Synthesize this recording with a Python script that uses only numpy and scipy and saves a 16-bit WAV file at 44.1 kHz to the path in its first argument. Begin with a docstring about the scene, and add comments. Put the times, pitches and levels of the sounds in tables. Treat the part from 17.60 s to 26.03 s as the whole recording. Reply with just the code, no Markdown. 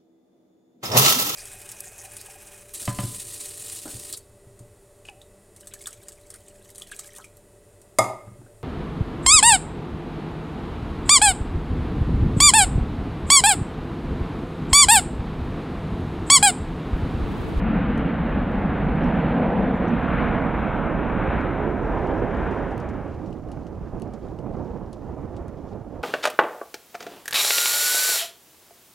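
"""Open ground, a twin-engine airliner climbing away: banded noise makes its exhaust roar, first fairly near
with a ground-boosted boom and a hissing top, then dissolving into a dull, far-off rumble that leans right.
Close by, dry ticks crack and ring (ringing modes and rattle), a hand-held camera body rustles (bright noise and
grains), a small bird chirps faintly (hoarse sine sweeps), and the microphone hisses (steady coloured noise)."""
import sys
import numpy as np
from scipy import signal
from scipy.fft import rfft, irfft, next_fast_len
from scipy.io import wavfile
from scipy.ndimage import uniform_filter1d

SR = 44100
rng = np.random.default_rng(int(sys.argv[2]) if len(sys.argv) > 2 else 0)


def dump(signal):
    """Clip the signal to [-1, 1] and save it as 16-bit WAV at the path in sys.argv[1]."""
    limited = np.clip(np.atleast_2d(signal).T, -1, 1)
    pcm = np.round(limited * 32767).astype(np.int16)
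    wavfile.write(sys.argv[1], SR, pcm)


N = 371763
T = np.arange(N) / SR   # seconds
SIZE = next_fast_len(N)
BIN_HZ = np.arange(1, SIZE // 2 + 2) * SR / SIZE   # starts one bin up, so that its logarithm exists
BIN_OCTAVE = np.log2(BIN_HZ)


def amp(db):
    """Decibels to gain."""
    return np.exp(np.asarray(db) * np.log(10) / 20)


def rms_one(x):
    """Scale to unit rms."""
    return x / np.sqrt(np.mean(x ** 2) + 1e-20)


def in_time(rows):
    """Draw a two-column table as a curve, one value a sample."""
    s, values = np.transpose(rows)
    return np.interp(T, s, values)


def at_hz(points, hz):
    """Read a spectrum table on a log-frequency axis."""
    table = np.array(points)
    return np.interp(np.log(hz), np.log(table[:, 0]), table[:, 1])


def drift(rate_hz):
    """Slow random wander of spread 1: noise through two equal one-pole smoothers."""
    step = 40   # samples between the slow values
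    r = np.exp(-2 * np.pi * rate_hz * step / SR)
    noise = rng.standard_normal(N // step + 2002)
    slow = signal.lfilter([1], [1, -2 * r, r * r], noise)[2000:]   # skip the filter's settling
    return np.interp(np.arange(N) / step, np.arange(len(slow)), rms_one(slow))


def panned(x, lean_db):
    """Split between the channels, left minus right in dB, so that their mean keeps the level."""
    left = 2 / (1 + amp(-lean_db))
    return np.array([left * x, (2 - left) * x])


def filtered(x, order, hz, kind="low"):
    """Butterworth low or high pass."""
    return signal.sosfilt(signal.butter(order, hz, kind, fs=SR, output="sos"), x)


def coloured(x, spectrum):
    """Shape a signal to a spectrum table; rms 1."""
    return rms_one(irfft(rfft(x, SIZE) * amp(at_hz(spectrum, BIN_HZ)), SIZE)[..., :N])


# Near levels: deep rumble, ground boom, roar, and rasp swelling as the air clears.
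# Each row: time in seconds, level in dB.
NEAR_RUMBLE = [(0, -28), (1.5, -30), (2, -31.5), (2.5, -29), (4.95, -30.5), (5.6, -23)]
NEAR_BOOM = [(0, -24.5), (0.449, -23), (.8, -24), (1.75, -21.5), (2.75, -25), (3.8, -28), (4.948, -29.5)]
NEAR_ROAR = [(0, -33.5), (1.35, -30), (1.9, -26), (2.4, -30), (2.8, -28.5), (3.45, -29.5), (3.7, -28.5),
             (4.2, -28.5), (4.5, -26), (4.7, -29.5), (4.95, -27), (5.4, -28.5)]
NEAR_RASP = [(0, -39), (.22, -36), (.5, -37), (1.35, -37), (1.62, -34.5), (1.9, -37), (2.2, -38),
             (2.6, -30), (2.8, -34.5), (3.03, -33), (3.4, -36.5), (3.75, -32.5), (4.151, -38.5),
             (4.47, -37.5), (4.62, -39), (4.85, -35), (4.97, -37), (5.4, -36)]
# The far roar, swelling in gusts. Each row: time in seconds, level in dB.
FAR_ROAR = [(5.7, -40), (6.22, -43.5), (6.45, -38.5), (6.58, -45.5), (6.7, -40), (6.8, -37.5), (7.02, -37),
            (7.2, -41), (7.4, -42), (7.5, -38.5), (7.7, -41.5), (7.78, -42), (7.91, -45), (8.0, -41),
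            (8.43, -42)]
# Far rumble, boom, rasp and hiss. Each row: mean level in dB (before the slope, which is zero at 7 s),
# share of the roar's swing (ratio), slope in dB per second.
FAR_ZONES = [(-38.5, 0.59, -1), (-38, 1, -1.15), (-55.5, 0.25, -0.3), (-71, .4, -1)]
# The near sound fades out and the far sound in: start and end in seconds.
FADE_S = [4.76, 5.695]


def zone_levels():
    """Rumble, boom, roar, rasp and hiss in dB: near levels cross-fade by power into the far ones."""
    curves = (NEAR_RUMBLE, NEAR_BOOM, NEAR_ROAR, NEAR_RASP, FAR_ROAR)
    rumble, boom, roar, rasp, far_roar = (in_time(curve) for curve in curves)
    # the hiss swings a little wider than the rasp and thins with distance, in dB per second
    hiss = -44 + 1.14 * (rasp - rasp.mean()) - 0.69 * T
    near = (rumble, boom, roar, rasp, hiss)
    swing = far_roar - far_roar.mean()
    others = [db + share * swing + slope * (T - 7) for db, share, slope in FAR_ZONES]
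    far = (*others[:2], far_roar, *others[2:])
    fade = np.interp(T, FADE_S, [0, 1])
    far_gain = fade ** 0.78   # the far sound comes up early
    return [20 * np.log10(np.hypot((1 - fade) * amp(a), far_gain * amp(b))) for a, b in zip(near, far)]


# Borders between rumble, boom, roar, rasp and hiss, in Hz.
ZONE_EDGES_HZ = [110, 330, 1100, 2200]
# Colour low over the ground, where its echo lifts the boom, then as the lift slides up and flattens,
# then far off. Each row: frequency in Hz, relative density in dB per Hz.
LOW_COLOUR = [(12, -37), (20, -9.5), (53, -0.5), (109, -11.5), (177, -0.5), (242, -1.5), (302, -8),
              (386, -16.5), (493, -8.5), (589, -15.5), (719, -13), (1120, -20.5), (1600, -21), (2790, -36),
              (4080, -50), (5300, -58), (6500, -64), (8980, -100)]
RISING_COLOUR = [(12, -35), (20, -9), (49, -0.5), (93, -10.5), (216, -2), (282, -7), (386, -9.5),
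                 (515, -5.5), (1150, -8), (1530, -9), (2610, -27.5), (4080, -48), (5300, -62), (6500, -70),
                 (8980, -110)]
HIGH_COLOUR = [(12, -34), (20, -7.5), (44, 1.5), (119, -4.5), (316, -6), (386, -4.5), (482, -8),
               (939, -12.5), (1100, -16.5), (1570, -16), (2610, -35), (4080, -52), (5300, -83),
               (8980, -120)]
FAR_COLOUR = [(12, -33), (20, -4.5), (72, -1.5), (339, -6.5), (427, -10.5), (706, -14), (1070, -23.5),
              (2150, -42.5), (3000, -52), (3900, -70), (6600, -120)]
# When the colour leaves low, passes rising, reaches high, leaves high and becomes the far sound's, in seconds.
CLIMB_S = [2.099, 2.9, 4.002, 5.1, 5.65]
# The boom swings right as the plane turns. Each row: time in seconds, left minus right in dB.
TURN = [(0, 1), (.26, -0.5), (1.55, -2.5), (2.02, 1.5), (2.44, -4.5), (4.93, -9.5), (5.82, -13.5),
        (8.43, -14.5)]
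# Stereo lean across the spectrum, near and far. Each row: frequency in Hz, left minus right in dB.
NEAR_LEAN = [(44, 1), (66, 4), (125, -1), (190, 1), (320, -2), (590, -3.5), (900, -3), (1500, 1.96),
             (1950, 0.5), (3500, 0.7)]
FAR_LEAN = [(50, .8), (90, -1.5), (150, -12.5), (290, -12.5), (415, -11.5), (700, -4.5), (1350, -4.5),
            (1700, 0.3), (2300, -4.9)]
# The treble's lean moves from near to far: start and end in seconds.
DISSOLVE_S = [5.4, 5.84]


def share_of_zone(colour, centres, zone):
    """Each band's level in dB relative to its whole zone, from the colour's power per band."""
    db = at_hz(colour, centres) + 10 * np.log10(centres)
    # overlapping bands add about a third more power
    return db - 10 * np.log10([1.35 * np.sum(amp(db[zone == z]) ** 2) for z in zone])


def jet(patchy_db, gust_db, sway_db, top_hz, skirt_db):
    """Turbulent mixing noise in fifth-octave bands; eddies in the air make each band swell and sink."""
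    zone_db = zone_levels()
    far = np.interp(T, DISSOLVE_S, [0, 1])
    centres = 20 * 2 ** (np.arange(41) / 5)
    zone = np.searchsorted(ZONE_EDGES_HZ, centres)
    stages = (LOW_COLOUR, RISING_COLOUR, HIGH_COLOUR, HIGH_COLOUR, FAR_COLOUR)
    shares = [share_of_zone(colour, centres, zone) for colour in stages]
    # the turn, rescaled so that 0 is the near lean at 250 Hz and 1 the far lean
    near_boom, far_boom = at_hz(NEAR_LEAN, 250), at_hz(FAR_LEAN, 250)
    turn = (in_time(TURN) - near_boom) / (far_boom - near_boom)
    white = rfft(rng.standard_normal(SIZE))
    gust = gust_db * (0.5 + far) * (drift(5) + drift(25))   # shared by all bands, deeper far off
    sway_left = 1 - (1 - .35) * far   # the wandering lean calms once the plane is far
    out = 0
    for k, hz in enumerate(centres):
        triangle = np.maximum(0, 1 - 5 * abs(BIN_OCTAVE - np.log2(hz)))
        band = rms_one(irfft(white * triangle, SIZE)[:N])
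        share_db = np.interp(T, CLIMB_S, [stage[k] for stage in shares])
        gain = amp(zone_db[zone[k]] + share_db + patchy_db * drift(5.4) + gust)
        # the bass swings right as the plane turns; the treble only moves with the dissolve
        bass = 1 / (1 + (hz / 550) ** 4)
        moved = bass * turn + (1 - bass) * far
        lean = (1 - moved) * at_hz(NEAR_LEAN, hz) + moved * at_hz(FAR_LEAN, hz)
        # the lean wanders band by band, most around the boom
        around_boom = np.exp(-(np.log2(hz / 250) / 1.1) ** 2)
        sway = .5 + sway_db * around_boom * sway_left
        out = out + panned(gain * band, lean + sway * drift(1.3))
    # the roar steps down abruptly in the lower treble; a faint airy skirt reaches above
    skirt = amp(skirt_db) * filtered(out, 6, top_hz, "high")
    return filtered(out, 10, top_hz) + skirt


def microphone_hiss(level_db, own_db):
    """Steady circuit noise, mostly common to both channels at the very top."""
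    shared, *own = rng.standard_normal((3, N))
    bright = coloured(shared, [(3000, 0.0), (12000, -1.5), (15000, -1.5)])
    dull = coloured(np.array(own), [(4000, -20), (5500, 0), (10000, -1), (14000, -12)])
    return amp(level_db) * (bright + amp(own_db) * dull)


# Hands on the camera. Each row: time in seconds, level in dB.
RUSTLE_LEVEL = [(0, -75), (.7, -75.5), (1.2, -75), (1.5, -75), (2, -77), (2.25, -72.5), (2.6, -75.5),
                (3.7, -77), (4.2, -71), (4.45, -68.5), (4.7, -68.5), (5.4, -68), (6.2, -69.5),
                (8.43, -69.5)]
# Colour laid over noise and grains. Each row: frequency in Hz, gain in dB.
RUSTLE_COLOUR = [(1800, -13.5), (2500, -0.5), (4200, -4), (6500, -4.5), (8500, -13), (10000, -11.5),
                 (12000, -26)]
# Pitches at which rustle grains ring, in Hz.
GRAIN_HZ = [3430, 4500, 5450, 7000, 8800]


def rustle(grain_db, per_s, lean_db, grain_t60):
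    """Skin on plastic: noise and clumped, briefly ringing grains; the upper noise differs by channel."""
    born = rng.random(N) < per_s * amp(6 * drift(8)) / SR
    size_db = 4 * np.minimum(rng.exponential(1, N), 4) + grain_db
    hits = born * amp(size_db) * rng.choice([-1, 1], N)
    dealt = rng.integers(0, len(GRAIN_HZ), N)   # each grain gets one pitch
    r = amp(-60 / (grain_t60 * SR))
    grains = 0
    for k, hz in enumerate(GRAIN_HZ):
        w = 2 * np.pi * hz / SR
        struck = hits * (dealt == k) + 1e-18   # the tiny offset keeps the filter from stalling
        grains = grains + signal.lfilter([np.sin(w)], [1, -2 * r * np.cos(w), r * r], struck)
    shared, *own = rng.standard_normal((3, N))
    noise = filtered(shared, 3, 5000) + grains + filtered(own, 3, 5000, "high")
    waver = amp(1.2 * drift(4.6))
    sides = amp([[lean_db / 2], [-lean_db / 2]])
    return amp(in_time(RUSTLE_LEVEL)) * waver * coloured(noise, RUSTLE_COLOUR) * sides


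# Dry ticks, many centred, others leaning left. Each row: time in seconds, overall level in dB, # left minus
# right in dB, crack in dB, rattle in dB (both relative to the tick's level), brightness in dB per octave.
TICKS = [(0.377, -39, 4, 3, -16, 3), (0.9182, -56, -1, 10, -18, 3), (1.3582, -60, 0, 0, -10, -2),
         (2.0032, -58, 5, 7, -18, -3), (2.0247, -58, 0.0, 10, -18, 0), (2.4148, -58, 3, 12, -20, -2),
         (2.4886, -57, -3, 11, -18, -4), (2.781, -63, 0, 11, -16, 0), (3.8091, -54, 4, -16, -5, -4),
         (4.470, -54, -0.5, -12, -2, -2), (4.5948, -52, -1, -9, -11, -4), (4.7465, -56, -1, -11, -7, -8),
         (4.9074, -57, 4.5, -20, 3, -2), (5.1102, -51, 1, -14, -2, 3.5), (5.178, -43, -5, 12, -14, 1.5),
         (5.2, -46.5, 4, -13, -3, 3), (5.287, -58.5, 6, -30, 10.5, -1), (5.54, -59, 4, -16, 1, -2),
         (5.6589, -60, 5, -30, 8, -3), (5.727, -61, 10, -32, 7, -7), (5.885, -55, 4, -18, -5, -2),
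         (5.9158, -40.5, 5, -4, -7, 4), (6.066, -60.5, 5, -30, 9, -10), (6.3973, -48, 5.5, -22, -12, 5),
         (6.4192, -38.5, 6, -19, -11, 7), (6.5349, -49, 5, -12, 1, 2), (6.7869, -56, 6, -18, 3, -4),
         (7.329, -40, 5, -4, -6, 8), (7.7642, -44, 5, -11, -4, 7), (7.8804, -44.5, 6, -6, -9, 14)]
# Ringing modes of the ticks. Each row: frequency in Hz, relative level in dB, # time to fall 60 dB in seconds.
RING_MODES = [(2890, 1, 0.012), (4420, -3.5, 0.006), (6500, -9.5, 0.0056), (8140, -11, 0.0073),
              (9890, -8.5, 0.0081), (14300, -29, .004)]


def ticks(rattle_s):
    """A dry crack rings the modes, each with a strength of its own, along with a duller rattle."""
    out, t = np.zeros((2, N)), np.arange(2200) / SR
    for s, level_db, lean_db, crack_db, rattle_db, bright_db in TICKS:
        scrape = filtered(rng.standard_normal(len(t)), 3, 6500)
        tick = amp(rattle_db) * scrape * np.exp(-t / rattle_s)
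        for hz, db, t60 in RING_MODES:
            strength_db = db + rng.normal(0, 3) + bright_db * np.log2(hz / 7000)
            tick += amp(strength_db - 60 * t / t60) * np.sin(2 * np.pi * hz * t)
        tick[0] += amp(crack_db)
        thin = filtered(tick, 4, 2400, "high")
        at = round((s + .0012) * SR)   # the blow lands just after the first touch
        out[:, at:at + len(t)] += panned(amp(level_db) * thin, lean_db)[:, :N - at]
    return out


# Bird chirps. Each row: start in seconds, length in seconds, start pitch in Hz, end pitch in Hz,
# level in dB.
CHIRPS = [(1.165, 0.045, 7300, 7400, -75), (1.24, 0.02, 8200, 7200, -70), (1.432, .02, 5700, 5500, -60),
          (1.435, .018, 8300, 8200, -70), (1.545, .03, 7400, 7100, -74), (1.60, 0.033, 7500, 7000, -75),
          (1.675, .03, 7300, 7200, -73), (2.14, 0.056, 7500, 7100, -71), (2.272, .026, 6300, 5500, -61),
          (2.275, .022, 7450, 7200, -71), (2.83, .065, 7700, 7300, -74)]


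def bird(lean_db, blur_hz):
    """Short, mostly falling chirps, sine sweeps made hoarse by a random shake in pitch."""
    out = np.zeros(N)
    for s, length, start_hz, end_hz, db in CHIRPS:
        count, at = round(length * SR), round(s * SR)
        shake = rms_one(uniform_filter1d(rng.standard_normal(count), size=40))
        hz = np.linspace(start_hz, end_hz, count) + blur_hz * shake
        tone = np.sin(2 * np.pi * np.cumsum(hz) / SR)
        out[at:at + count] += amp(db) * np.hanning(count) * tone
    return panned(out, lean_db)


def scene():
    """The plane climbing away, the small sounds close by."""
    plane = jet(patchy_db=0.85, gust_db=0.9, sway_db=1.0, top_hz=4070, skirt_db=-12.5)
    hiss = microphone_hiss(level_db=-76.5, own_db=-5)
    hands = rustle(grain_db=-2.0, per_s=350, lean_db=2.0, grain_t60=0.0023)
    close_by = hands + ticks(rattle_s=0.011)
    chirps = bird(lean_db=3, blur_hz=240)
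    return plane + hiss + close_by + chirps


def record(dry):
    """A steep elliptic low-pass cuts the top above 15.7 kHz."""
    return signal.sosfilt(signal.ellip(12, .5, 70, 15700, fs=SR, output="sos"), dry)


dry = scene()
out = record(dry)
dump(out)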